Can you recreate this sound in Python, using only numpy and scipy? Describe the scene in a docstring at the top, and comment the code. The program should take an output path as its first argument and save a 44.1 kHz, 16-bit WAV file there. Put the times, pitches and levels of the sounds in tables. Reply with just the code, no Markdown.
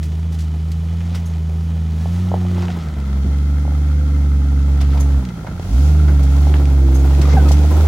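"""Six-cylinder exhaust of an off-roader on a snowy woodland trail, nearing from about 16 m to 5 m.
Firing-locked tones and noise puffs boom under load; uneven pulses ring the pipe when the throttle shuts.
Ticking excites block resonances and noise makes gas hiss; noise grains pack snow and break its crust.
Filtered blows and bursts make chassis and ice sounds; modes jingle, a tone squeaks, trees echo thinly."""
import sys
import numpy as np
from scipy import signal
from scipy.fft import rfft, irfft
from scipy.io import wavfile
from scipy.ndimage import uniform_filter1d

SR = 44100
rng = np.random.default_rng(int(sys.argv[2]) if len(sys.argv) > 2 else 0)


def generate_wav(sig):
    """Save sig (samples, or channels by samples) to the path in sys.argv[1] as 16-bit PCM at SR."""
    pcm = np.round(np.clip(np.atleast_2d(sig).T, -1, 1) * 32767).astype(np.int16)
    wavfile.write(sys.argv[1], SR, pcm)


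N = 347067
T = np.arange(N) / SR


def undb(db):
    """Decibels to gain."""
    return np.exp(np.asarray(db) * (np.log(10) / 20))


def unit(x):
    """Scale to rms 1."""
    return x / np.sqrt(np.mean(x ** 2))


def level(x, db):
    """Scale by dB over the standard deviation of the mid."""
    return x * undb(db) / x.mean(axis=0).std()


def pan(x, left_over_right_db):
    """Level difference between the channels, split evenly."""
    return x * undb(left_over_right_db * np.array([[.5], [-.5]]))


def curve(table):
    """Two-column table as a value per sample."""
    s, values = np.transpose(table)
    return np.interp(T, s, values)


def plateau(start, end, rise_s, fall_s):
    """Ramp reaching 1 at the start, held, falling after the end."""
    return np.clip(np.minimum((T - start) / rise_s, (end - T) / fall_s) + 1, 0, 1)


def swell(s, half_s):
    """Gaussian bump of height 1."""
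    away = ((T - s) / half_s) ** 2
    return np.exp(-away, where=away < 20, out=np.zeros(N))


def walk(rate, size=N):
    """Smooth random drift with a spread near 1."""
    k = max(int(SR / rate), 2)
    steps = np.repeat(rng.standard_normal(size // k + 1), k)
    return 1.86 * uniform_filter1d(uniform_filter1d(steps, k), k)[:size]


def noise(side_db, size=N):
    """White stereo noise, mid rms 1."""
    mid, side = rng.standard_normal((2, size))
    return mid + undb(side_db) * np.array([side, -side])


def colour(x, points, size=4096):
    """Minimum-phase filter of the given spectrum, via the folded cepstrum."""
    hz, db = np.transpose(points)
    f = np.maximum(np.fft.rfftfreq(size, 1 / SR), 1)
    cepstrum = irfft(np.log(undb(np.interp(np.log(f), np.log(hz), db))))
    cepstrum[1:size // 2] *= 2
    cepstrum[size // 2 + 1:] = 0
    response = irfft(np.exp(rfft(cepstrum)))
    return signal.fftconvolve(np.atleast_2d(x), response[None], axes=1)[:, :np.shape(x)[-1]]


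def resonate(x, hz, width_hz):
    """One resonance, gain 1 at its centre."""
    return signal.lfilter(*signal.iirpeak(hz, hz / width_hz, fs=SR), x)


def grains(rate, spread_db, grain_s):
    """Envelope of dense little fractures: most small, a few large."""
    size_db = spread_db * np.minimum(rng.exponential(size=N), 5)
    hits = (rng.random(N) < rate / SR) * undb(size_db)
    energy = signal.lfilter([1], [1, -np.exp(-2 / (grain_s * SR))], hits ** 2)
    return np.sqrt(unit(energy) + 1e-9)


def blows(table, spectrum, tail_db, tail_s, gain_db):
    """Impulses through a body's colour, each trailed by decaying noise."""
    out = np.zeros((2, N + SR))
    t = np.arange(SR // 8) / SR
    for s, db in table:
        push = (t == 0) + noise(-3, len(t)) * undb(tail_db - 60 * t / tail_s)
        blow = colour(push, spectrum)
        start = int((s + .0015) * SR)
        out[:, start:start + len(t)] += blow * undb(db + gain_db) / np.abs(blow).max()
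    return out[:, :N]


def bursts(table, spectrum, side_db, rise_s, rough_db, gain_db):
    """Crumbling decaying noise bursts through a body's colour."""
    out = np.zeros((2, N + SR))
    t = np.arange(SR // 4) / SR
    for s, db, ring_s in table:
        decay = undb(-60 * t / ring_s + rough_db * walk(302, size=len(t)))
        envelope = (1 - np.exp(-t / rise_s)) * decay
        burst = colour(noise(side_db, len(t)) * envelope, spectrum)
        start = int(s * SR)
        out[:, start:start + len(t)] += burst * undb(db + gain_db) / np.abs(burst).max()
    return out[:, :N]


# firing overtones [multiple, level/dB, share of throttle drop]
OVERTONES = [(2, 0, 0.2), (3, -6.5, 0.25), (4, -1.5, 0.55), (5, -8.5, 0.34), (7, -9.5, 0.35)]
# tailpipe response to overtones [f/Hz, level/dB]
TAILPIPE_RESPONSE = [(85, -24.5), (112, -26), (132, -23.5), (144, -22.5), (162, -17.5), (182, -13),
                     (194, -30), (215, -27.5), (240, -36), (264, -26.5), (292, -31), (306, -34.5),
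                     (322, -50.5), (356, -32), (400, -38), (460, -39), (515, -39), (545, -58)]
# overtone swells and fades as the load shifts [t/s, half length/s, multiple, change/dB]
OVERTONE_SWELLS = [(2.595, 0.19, 4, 7.5), (3.101, 0.16, 3, 11), (3.058, .2, 4, -6), (3.993, 0.69, 7, 3.5),
                   (4.1, 0.76, 5, -4), (4.599, 1, 3, 2), (5.22, 0.051, 3, 9.5), (5.287, 0.066, 4, 12),
                   (5.66, 0.037, 2, 5), (5.725, .06, 3, -7), (5.71, 0.024, 5, 11.5), (7.755, 0.3, 4, 5),
                   (6.5, 0.81, 3, -18), (6.899, 0.18, 5, 26), (6.9, 0.19, 7, 8.5), (7.821, 0.17, 2, -10)]
BOOM_DB, BOOM_WAVER_DB = -9.5, .3
# overtones turn over in phase across the pipe's main resonance
TURN_HZ, TURN_HALF_WIDTH_HZ = 163, 12


def firing_tones(angle, hz, near_db, lift_db):
    """Firing tone and overtones, weighted by the tailpipe resonances they cross."""
    tones = undb(BOOM_DB + near_db - lift_db + BOOM_WAVER_DB * walk(16)) * np.cos(angle)
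    for k, own_db, lift_share in OVERTONES:
        pipe_db = np.interp(k * hz, *np.transpose(TAILPIPE_RESPONSE))
        db = own_db + pipe_db + near_db - lift_share * lift_db
        for s, half_s, multiple, change_db in OVERTONE_SWELLS:
            if multiple == k:
                db = db + change_db * swell(s, half_s)
        lag = np.pi / 2 + np.arctan((k * hz - TURN_HZ) / TURN_HALF_WIDTH_HZ)
        tones = tones + undb(db + .18 * k * walk(25)) * np.cos(k * angle - lag)
    return np.sqrt(2) * tones


# tones of unequal cylinders [multiple of firing rate, level/dB]
CYLINDER_TONES = [(2/3, -13), (4/3, -11), (5/3, -5), (7/3, -8), (5/2, -5), (8/3, -3), (10/3, -8),
                  (7/2, -13), (11/3, -2), (13/3, -14), (14/3, -14), (17/3, -16), (6, -17)]
# silencer response to those tones [f/Hz, level/dB]
SILENCER_RESPONSE = [(40, 6), (120, 6.5), (180, 6.5), (210, 5.5), (235, 3.5), (262, 6), (300, -9),
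                     (360, -12), (420, -5), (500, 3), (580, -11)]


def cylinder_tones(angle, hz):
    """Weak tones of unequal cylinders, lifted by silencer resonances; rms 1."""
    tones = 0
    for k, db in CYLINDER_TONES:
        silencer_db = np.interp(k * hz, *np.transpose(SILENCER_RESPONSE))
        drift = 2 * np.pi * rng.random() + .15 * walk(10)
        tones = tones + undb(db + silencer_db + 2 * walk(6.3)) * np.cos(k * angle + drift)
    return unit(tones)


# puff spectrum [f/Hz, density/dB per Hz]
PUFF_SPECTRUM = [(20, -36), (45, 8.5), (90, 1), (180, -0.5), (290, -1.5), (400, -7.5), (600, -24.5),
                 (1200, -51)]
# offsets from the burble level; share of throttle drop
CYLINDER_DB, PUFFS_DB, LIFT_PUFFS = 1.2, -5.5, .2


def exhaust(cycle, hz, near_db, lift_db, burble_db):
    """Firing tones, unequal-cylinder tones and one turbulent puff per firing."""
    angle = 2 * np.pi * cycle + .025 * walk(45)
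    tones = firing_tones(angle, hz, near_db, lift_db)
    lumps = undb(burble_db + CYLINDER_DB) * cylinder_tones(angle, hz)
    puffs = colour(noise(-17) * (1 + .56 * np.cos(angle)), PUFF_SPECTRUM)
    return tones + lumps + level(puffs, burble_db + PUFFS_DB - LIFT_PUFFS * lift_db)


# pipe resonances [f/Hz, width/Hz before the 1.65 broadening, level/dB]
PIPE_MODES = [(72, 24, 3), (152, 34, 0), (195, 35, -8), (275, 45, -11), (410, 70, -17), (520, 80, -28)]


def ring_pipe(pulses, tilt_db=0):
    """Pulses ring the exhaust pipe; each mode is a resonance applied twice."""
    out = 0
    for i, (hz, width_hz, db) in enumerate(PIPE_MODES):
        broad_hz = 1.65 * width_hz
        out = out + undb(db + i * tilt_db) * resonate(resonate(pulses, hz, broad_hz), hz, broad_hz)
    return out


# uneven coasting [from t/s, to t/s, level/dB, added level per higher pipe mode/dB]
OVERRUNS = [(2.72, 2.97, -32, -.5), (5.27, 5.66, -36.5, -3)]
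# loud late firings [t/s, peak level/dB]
POPS = [(2.873, -30), (2.967, -20), (5.384, -21.5), (5.484, -20), (5.514, -16.5), (5.617, -24),
        (5.652, -27)]


def overrun(cycle):
    """Throttle shut: firings of random timing and strength ring the pipe, with loud pops."""
    firings = np.flatnonzero(np.diff(cycle.astype(int)))
    late, size = rng.standard_normal((len(firings), 2)).T
    place = np.clip(firings + (.0016 * SR * late).astype(int), 0, N - 1)
    pulses = np.zeros(N)
    pulses[place] = undb(4 * np.minimum(size, 1.3))
    out = np.zeros(N)
    for start, end, db, tilt_db in OVERRUNS:
        burble = ring_pipe(pulses * plateau(start, end, .06, .06), tilt_db)
        out += undb(db) * burble / burble[(T > start) & (T < end)].std()
    pop = ring_pipe(signal.unit_impulse(SR // 4))
    for s, db in POPS:
        start = int(s * SR)
        out[start:start + len(pop)] += undb(db) * pop / np.abs(pop).max()
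    return out


# block resonances [f/Hz, width/Hz, level/dB, change while screened/dB]
BLOCK_MODES = [(800, 260, -3.5, -10), (1335, 225, 4.5, -13), (1500, 100, -8, -10), (1880, 130, -4, -6),
               (2040, 170, -2, -11), (2570, 110, -14, 3), (3180, 140, -8.5, 0), (3540, 170, -12, -1),
               (4150, 400, -15, -6), (5700, 110, -19, 0)]
# block drift as the vehicle turns and tilts [t/s, frequency ratio]
BLOCK_DRIFT = [(2.4, .95), (3.2, .995), (3.9, 1.015), (4.6, 1.0), (5.2, 1.0), (5.9, 1.025), (7, 1.02)]
# screening fades out as the vehicle turns its flank
SCREEN_FADE_S = (1.6, 2.9)


def valves(cycle, chatter_db):
    """Firing-locked ticks of unequal strength ring the drifting block resonances."""
    # filter on a warped time axis, then read back: the fixed modes drift
    place = np.cumsum(curve(BLOCK_DRIFT))
    cycle = np.interp(np.arange(N), place, cycle)
    firing = cycle.astype(int)
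    random_db = 2 * rng.standard_normal(firing[-1] + 1)[firing]
    strength = undb(random_db + 2.5 * np.cos(2 * np.pi * firing / 6))
    ticks = noise(-4) * (.42 + strength * np.exp(-(cycle % 1) / .25))
    screened = np.interp(T, SCREEN_FADE_S, [1, 0])
    block = 0
    for hz, width_hz, db, screen_db in BLOCK_MODES:
        mode = resonate(resonate(ticks, hz, width_hz), hz, width_hz)
        block = block + undb(db + screened * screen_db) * mode
    chatter = np.array([np.interp(place, np.arange(N), side) for side in block])
    return level(chatter, chatter_db)


# gas spectrum [f/Hz, density/dB per Hz]
GAS_SPECTRUM = [(1500, -26), (2500, 5), (2850, 3), (3300, 3), (4500, 3), (6500, 3), (9000, -6), (11500, 0),
                (13000, -24), (15500, -5)]


def gas(cycle, hiss_db):
    """Hiss of rushing gas, pulsing with the firings."""
    pulse = 1 + .087 * np.cos(2 * np.pi * cycle)
    return level(colour(noise(.1) * pulse, GAS_SPECTRUM), hiss_db)


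WHINE_S, WHINE_HALF_S, WHINE_MULTIPLE, WHINE_DB = 2.08, .15, 20.7, -58


def whine(cycle):
    """Brief accessory tone at a fixed multiple of the firing rate."""
    envelope = undb(WHINE_DB + 2 * walk(30)) * swell(WHINE_S, WHINE_HALF_S)
    return envelope * np.sqrt(2) * np.sin(2 * np.pi * WHINE_MULTIPLE * cycle)


# snow bites [peak t/s, rise/s, fall/s, level/dB]
BITES = [(1.1, 0.13, 0.29, 4.5), (2.25, 0.34, 0.39, 5.5), (2.63, 0.12, 0.48, 8.5), (4.95, 0.23, 0.25, 5),
         (6.05, 0.47, 0.18, 1.5), (6.52, 0.3, 0.22, 5.5), (7.36, 0.39, 0.21, 11), (7.8, 0.22, 0.29, 11)]
# snow, crust and grit spectra [f/Hz, density/dB per Hz]
PACKED_SNOW = [(150, -2.5), (350, 4.5), (550, -1.5), (800, -1), (1100, -10), (1700, -19.5), (3000, -31.5)]
CRUST = [(500, -18), (900, 3), (1150, -2), (1400, 1), (1700, -4), (2000, 0), (2400, -2), (2850, -5),
         (3300, -1.5), (5000, -8), (6800, -10), (9000, -18), (15000, -45)]
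GRIT_SPECTRUM = [(700, -17), (2000, 9), (4500, 1.5), (6500, 0), (10000, -15), (15000, -20)]
# (level/dB at reference distance, share of 1/r law, share of bite)
GROAN, CRUNCH = (-36, .92, .77), (-51, .054, .81)
# crust grains; level relative to the crunch
SNAP_RATE_HZ, SNAP_SPREAD_DB, SNAP_DB = 260, 2.2, -11


def tyres(near_db, hush_db):
    """Snow packs in low grains and its crust breaks in fine ones; both swell at each bite."""
    bite_db = 0
    for s, rise_s, fall_s, db in BITES:
        bite_db = bite_db + db * swell(s, np.where(T < s, rise_s, fall_s))
    groan_db, crunch_db = (db + near * near_db + bite * bite_db - hush_db
                           for db, near, bite in (GROAN, CRUNCH))
    packing = .37 + grains(rate=230, spread_db=3, grain_s=.017)
    breaking = .7 + grains(rate=500, spread_db=4, grain_s=.002)
    groan = colour(noise(-8.5) * packing, PACKED_SNOW)
    crunch = colour(noise(.047) * breaking, CRUST)
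    snap_chance = SNAP_RATE_HZ / SR * np.clip(bite_db / 5, 0, 1)
    snap_db = SNAP_SPREAD_DB * np.minimum(rng.exponential(size=N), 3)
    snaps = (rng.random(N) < snap_chance) * undb(snap_db)
    crackle = colour(snaps * rng.uniform(0, 1, (2, N)), GRIT_SPECTRUM)
    return level(groan, groan_db) + level(crunch, crunch_db) + level(crackle, crunch_db + SNAP_DB)


# body thumps [t/s, level/dB before gain_db, ring/s]
THUMPS = [(3.244, -22, 0.18), (5.594, -27, 0.036), (7.188, -18, 0.082), (7.33, -16.5, 0.19),
          (7.45, -18, 0.069)]
# body boom [f/Hz, density/dB per Hz]
THUD = [(30, -12), (70, -3), (180, 1.5), (300, -4.5), (420, -13), (700, -23.5), (1500, -73)]


def thumps():
    """Body booms dully on its suspension: low noise bursts."""
    return bursts(THUMPS, THUD, side_db=-25, rise_s=.0021, rough_db=-1.5, gain_db=6.5)


# chassis knocks [t/s, level/dB before gain_db]
KNOCKS = [(2.056, -23.5), (2.315, -17.5), (2.339, -12.5), (2.449, -28), (2.58, -26), (2.687, -27),
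          (3.65, -28), (3.677, -25), (3.719, -28.5), (5.445, -28), (5.595, -25), (6.468, -22.5),
          (6.887, -26), (7.509, -16)]
# chassis colour [f/Hz, density/dB per Hz]
KNOCK = [(100, -32), (350, -1.5), (600, 2.5), (800, 3), (1100, -12), (1500, -26), (2200, -50), (5000, -62),
         (12000, -71)]


def knocks():
    """Chassis struck sharply, with a loose rattling tail."""
    return blows(KNOCKS, KNOCK, tail_db=-35, tail_s=.13, gain_db=5)


# suspension clanks [t/s, level/dB before gain_db, ring/s]
CLANKS = [(2.867, -29, .07), (5.466, -20.5, .07), (6.079, -20, .05), (6.092, -25, .07)]
# link colour [f/Hz, density/dB per Hz]
CLANK = [(300, -14), (680, 4), (900, 3), (1130, -4), (1450, 1), (1750, -6), (2050, -6), (2600, -18),
         (5000, -22), (12000, -42)]


def clanks():
    """Suspension links clank: fast-rising rough bursts."""
    return bursts(CLANKS, CLANK, side_db=-6, rise_s=.001, rough_db=2.5, gain_db=0)


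# spring squeaks [start t/s, length/s, f/Hz, level/dB]
SQUEAKS = [(2.685, 0.025, 739, -33), (7.251, 0.011, 1201, -32), (7.367, 0.021, 776, -17),
           (7.389, 0.029, 1492, -38), (7.451, 0.038, 1268, -35.5)]


def squeaks():
    """A spring bush sticks and slips: short falling tones with their octaves."""
    out = np.zeros(N)
    waver = 1 + .0088 * walk(250)
    for s, length_s, hz, db in SQUEAKS:
        age = np.clip((T - s) / length_s, 0, 1)
        angle = 2 * np.pi * np.cumsum(hz * waver * (1 - .08 * (age - .5))) / SR
        envelope = undb(db) * np.sqrt(2 * np.abs(np.sin(np.pi * age)))
        out += envelope * (np.sin(angle) + undb(-13.5) * np.sin(2 * angle))
    return out


# jingles [t/s, drive level/dB, pitch ratio]
JINGLES = [(1.256, -32, 1.0), (4.994, -28, .995), (6.9428, -26.5, 1.005)]
# metal modes [f/Hz, level/dB, t60/s]
METAL_MODES = [(5700, -13, 0.04), (6420, -2, 0.06), (6540, -6, 0.06), (7120, -12, 0.04), (8252, -16, 0.06),
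               (10650, -10, 0.04), (11300, -14, .03)]


def jingles():
    """A small metal piece: decaying noise shakes its ringing modes."""
    out = 0
    for s, db, pitch in JINGLES:
        age = np.maximum(T - s, 0)
        decay = undb(db - 60 * age / .19 + 3 * walk(300))
        shake = decay * (1 - np.exp(-age / .003)) * noise(-1)
        ring = 0
        for hz, mode_db, t60_s in METAL_MODES:
            width_hz = np.log(1000) / (np.pi * t60_s)
            ring = ring + undb(mode_db) * resonate(shake, pitch * hz, width_hz)
        out = out + undb(11) * ring + undb(-12) * resonate(shake, 6500, 7000)
    return out


# tread scrapes [t/s, level/dB before gain_db, ring/s]
SCRAPES = [(1.142, -26, .13), (2.618, -26, .12), (7.212, -22, .12), (7.287, -17.5, 0.19),
           (7.322, -18.5, 0.11)]
# scrape colour [f/Hz, density/dB per Hz]
SCRAPE = [(300, 10), (750, 5), (1100, 9.5), (1550, 7), (1800, 4.5), (2080, 12.5), (2450, -13), (3300, -2),
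          (6000, 0), (9000, -25), (15000, -49)]


def scrapes():
    """Tread blocks scrape frozen ground: rough noise bursts."""
    return bursts(SCRAPES, SCRAPE, side_db=-3, rise_s=.0055, rough_db=1.5, gain_db=-1)


# frozen clods [t/s, level/dB before gain_db, ring/s]
CLODS = [(2.563, -29, .1), (2.624, -24, .2), (2.762, -28, .09), (4.807, -24, .07), (4.94, -29, .05),
         (4.957, -27, .03), (4.968, -26, .07), (5.142, -28, .05)]
# clod colour [f/Hz, density/dB per Hz]
CLOD = [(200, -14), (500, -3), (780, 2), (1050, -3), (1500, -10), (2500, -22), (8000, -45)]


def clods():
    """Frozen clods crumble under a tyre: mid-band bursts."""
    return bursts(CLODS, CLOD, side_db=-8, rise_s=.003, rough_db=1.5, gain_db=0)


# crust collapses [t/s, level/dB before gain_db, ring/s]
CRUNCHES = [(1.11, -34, 0.36), (1.147, -33, .14), (2.587, -31, 0.12), (2.62, -33, 0.084),
            (2.715, -31.5, 0.1), (2.78, -30.5, 0.18), (2.808, -35, 0.06), (4.803, -26, 0.092),
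            (4.895, -31.5, 0.19), (4.97, -29, 0.074)]
# brittle crust colour [f/Hz, density/dB per Hz]
BRITTLE = [(800, -14), (2500, 3), (4200, 1), (5200, -1), (7000, -17), (14000, -37)]


def crust_collapses():
    """Patches of frozen crust give way: slow-rising brittle bursts."""
    return bursts(CRUNCHES, BRITTLE, side_db=-11, rise_s=.013, rough_db=2.5, gain_db=-2.5)


# ice cracks [t/s, level/dB before gain_db, ring/s]
CRACKS = [(0.0285, -31.5, 0.21), (0.321, -33, 0.18), (0.3857, -31.5, 0.07), (0.4037, -31.5, 0.15),
          (0.7164, -28, 0.056), (1.145, -27.5, 0.15), (4.8107, -28.5, 0.062), (5.5944, -42, 0.04),
          (6.2286, -30.5, 0.086), (7.2144, -23.5, 0.053), (7.4838, -24, 0.11), (7.5148, -20.5, 0.086)]
# ice colour [f/Hz, density/dB per Hz]
ICE = [(400, -50), (1500, 4), (3000, 7), (6000, 8), (9000, 1), (12000, -3), (15000, -6)]


def ice_cracks():
    """Ice cracks: bright, wide noise bursts."""
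    return bursts(CRACKS, ICE, side_db=0, rise_s=.0035, rough_db=1.5, gain_db=2.5)


# grit ticks [t/s, level/dB before gain_db]
TICKS = [(0.0285, -28), (4.9762, -32), (5.1209, -34), (5.2506, -28), (5.288, -32), (5.294, -34),
         (5.595, -32), (6.654, -26), (7.2148, -24)]


def grit_ticks():
    """Grit ticks under the tread: bright impulses with short tails."""
    return blows(TICKS, GRIT_SPECTRUM, tail_db=-24, tail_s=.04, gain_db=4)


# twig snaps [t/s, level/dB before gain_db]
TWIGS = [(0.8846, -36), (1.0054, -32), (1.012, -34), (1.1465, -26), (2.5637, -33), (2.5692, -33),
         (2.6201, -31), (2.6819, -23.5), (6.5392, -18)]
# twig colour [f/Hz, density/dB per Hz]
TWIG = [(400, -20), (900, 6), (1800, 5.5), (3200, 2), (6000, -35), (14000, -87)]


def twigs():
    """Twigs snap: impulses with short noise tails."""
    return blows(TWIGS, TWIG, tail_db=-24.5, tail_s=.04, gain_db=4)


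def woods(x, t60_s=.14, wet_db=-17):
    """Trunks scatter a thin echo: decaying coloured noise as impulse response."""
    t = np.arange(SR // 2) / SR
    scatter = rng.standard_normal((2, len(t))) * undb(-60 * t / t60_s) * (t > .012)
    echo = colour(scatter, [(150, -22), (600, -9), (2000, 2), (9000, -31)])
    echo *= undb(wet_db) / np.sqrt(np.sum(echo ** 2) / 2)
    return x + signal.fftconvolve(x, echo, axes=1)[:, :N]


def widen(x):
    """Treble starts nearly central and spreads around 3 s."""
    side = (x[0] - x[1]) / 2
    highpass = signal.butter(2, 1700, "high", fs=SR, output="sos")
    treble = signal.sosfiltfilt(highpass, side)
    width = undb(np.interp(T, [2.75, 3.1], [-18, .8]))
    return x + (width - 1) * treble * np.array([[1], [-1]])


# throttle lifts [shut t/s, reopening t/s, closing/s, opening/s, boom drop/dB]
LIFTS = [(2.78, 2.944, 0.17, 0.2, 9.5), (5.305, 5.645, 0.125, 0.095, 25)]


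def throttle_drop_db():
    """Boom drop as the driver lifts off the throttle."""
    return sum(db * plateau(shut, reopen, closing_s, opening_s)
               for shut, reopen, closing_s, opening_s, db in LIFTS)


# engine speed [t/s, firing rate/Hz]
FIRING_RATE = [(0.0, 77.5), (0.26, 81.6), (0.5, 78.2), (0.81, 81.53), (1.14, 85.2), (1.4, 79.74),
               (1.71, 81.94), (1.95, 79.36), (2.24, 90.77), (2.69, 88.2), (2.98, 70.27), (3.11, 67.78),
               (3.4, 71.27), (3.94, 73.2), (4.43, 69.74), (5.11, 69.64), (5.19, 66.65), (5.52, 45.74),
               (5.61, 41.85), (5.65, 43.6), (5.71, 50.9), (5.76, 62.9), (5.81, 70.6), (5.9, 75.1),
               (6.01, 75.17), (6.25, 67.84), (6.51, 72.84), (6.9, 65.88), (7.26, 71.37), (7.5, 71.2),
               (7.87, 78.6)]
# vehicle distance [t/s, distance/m]
DISTANCE = [(0, 16.5), (.75, 14.8), (1.25, 17.7), (1.6, 13.8), (2.6, 13.3), (3.35, 9.2), (4.1, 7.84),
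            (5, 6.77), (5.85, 5.18), (6.8, 5.38), (7.5, 4.7), (7.87, 5.15)]
REFERENCE_M, CRAWL_HZ = 5, 70
# (level/dB at reference distance and crawl, slope/dB per Hz of firing rate, share of 1/r law)
BURBLE, CHATTER, HISS = (-32.5, -.047, .45), (-46.3, .21, .095), (-48.5, .2, 1)
# shares of throttle drop
LIFT_BURBLE, LIFT_HISS, LIFT_TYRES = .17, .13, .14
# added hiss at full engine acceleration
PUSH_DB, PUSH_HZ_PER_S = 5, 36
# quieter rolling over smooth snow
SMOOTH_S, SMOOTH_HALF_S, SMOOTH_DROP_DB = 4.1, 1.15, 3.5


def scene():
    """Speed, throttle and distance drive the engine; the last two also the tyres; events are timed."""
    hz = curve(FIRING_RATE)
    cycle = np.cumsum(hz) / SR
    near_db = 20 * np.log10(REFERENCE_M / curve(DISTANCE))
    lift_db = throttle_drop_db()
    above_crawl_hz = np.maximum(hz - CRAWL_HZ, -8)
    burble_db, chatter_db, hiss_db = (db + slope * above_crawl_hz + near * near_db
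                                      for db, slope, near in (BURBLE, CHATTER, HISS))
    burble_db = burble_db - LIFT_BURBLE * lift_db
    hz_per_s = uniform_filter1d(np.gradient(hz) * SR, size=SR // 8)
    push = np.clip(hz_per_s / PUSH_HZ_PER_S, 0, 1)
    hiss_db = hiss_db + PUSH_DB * push - LIFT_HISS * lift_db
    hush_db = LIFT_TYRES * lift_db + SMOOTH_DROP_DB * swell(SMOOTH_S, SMOOTH_HALF_S)

    tailpipe = exhaust(cycle, hz, near_db, lift_db, burble_db) + overrun(cycle)
    tailpipe = pan(tailpipe, np.interp(T, [2.5, 5], [-.6, -1.4]))
    machine = pan(valves(cycle, chatter_db), 2) + pan(gas(cycle, hiss_db), -2.5) + whine(cycle)
    rattles = knocks() + clanks() + squeaks() + jingles()
    ground = scrapes() + clods() + crust_collapses() + ice_cracks() + grit_ticks() + twigs()
    trail = woods(rattles + ground)
    return tailpipe + thumps() + widen(machine + tyres(near_db, hush_db) + trail)


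def record(dry):
    """Band limits: high-pass at 22 Hz, steep low-pass at 15.85 kHz."""
    dry = signal.sosfilt(signal.butter(2, 22, "high", fs=SR, output="sos"), dry)
    return signal.sosfilt(signal.ellip(10, .1, 80, 15850, fs=SR, output="sos"), dry)


dry = scene()
out = record(dry)
generate_wav(out)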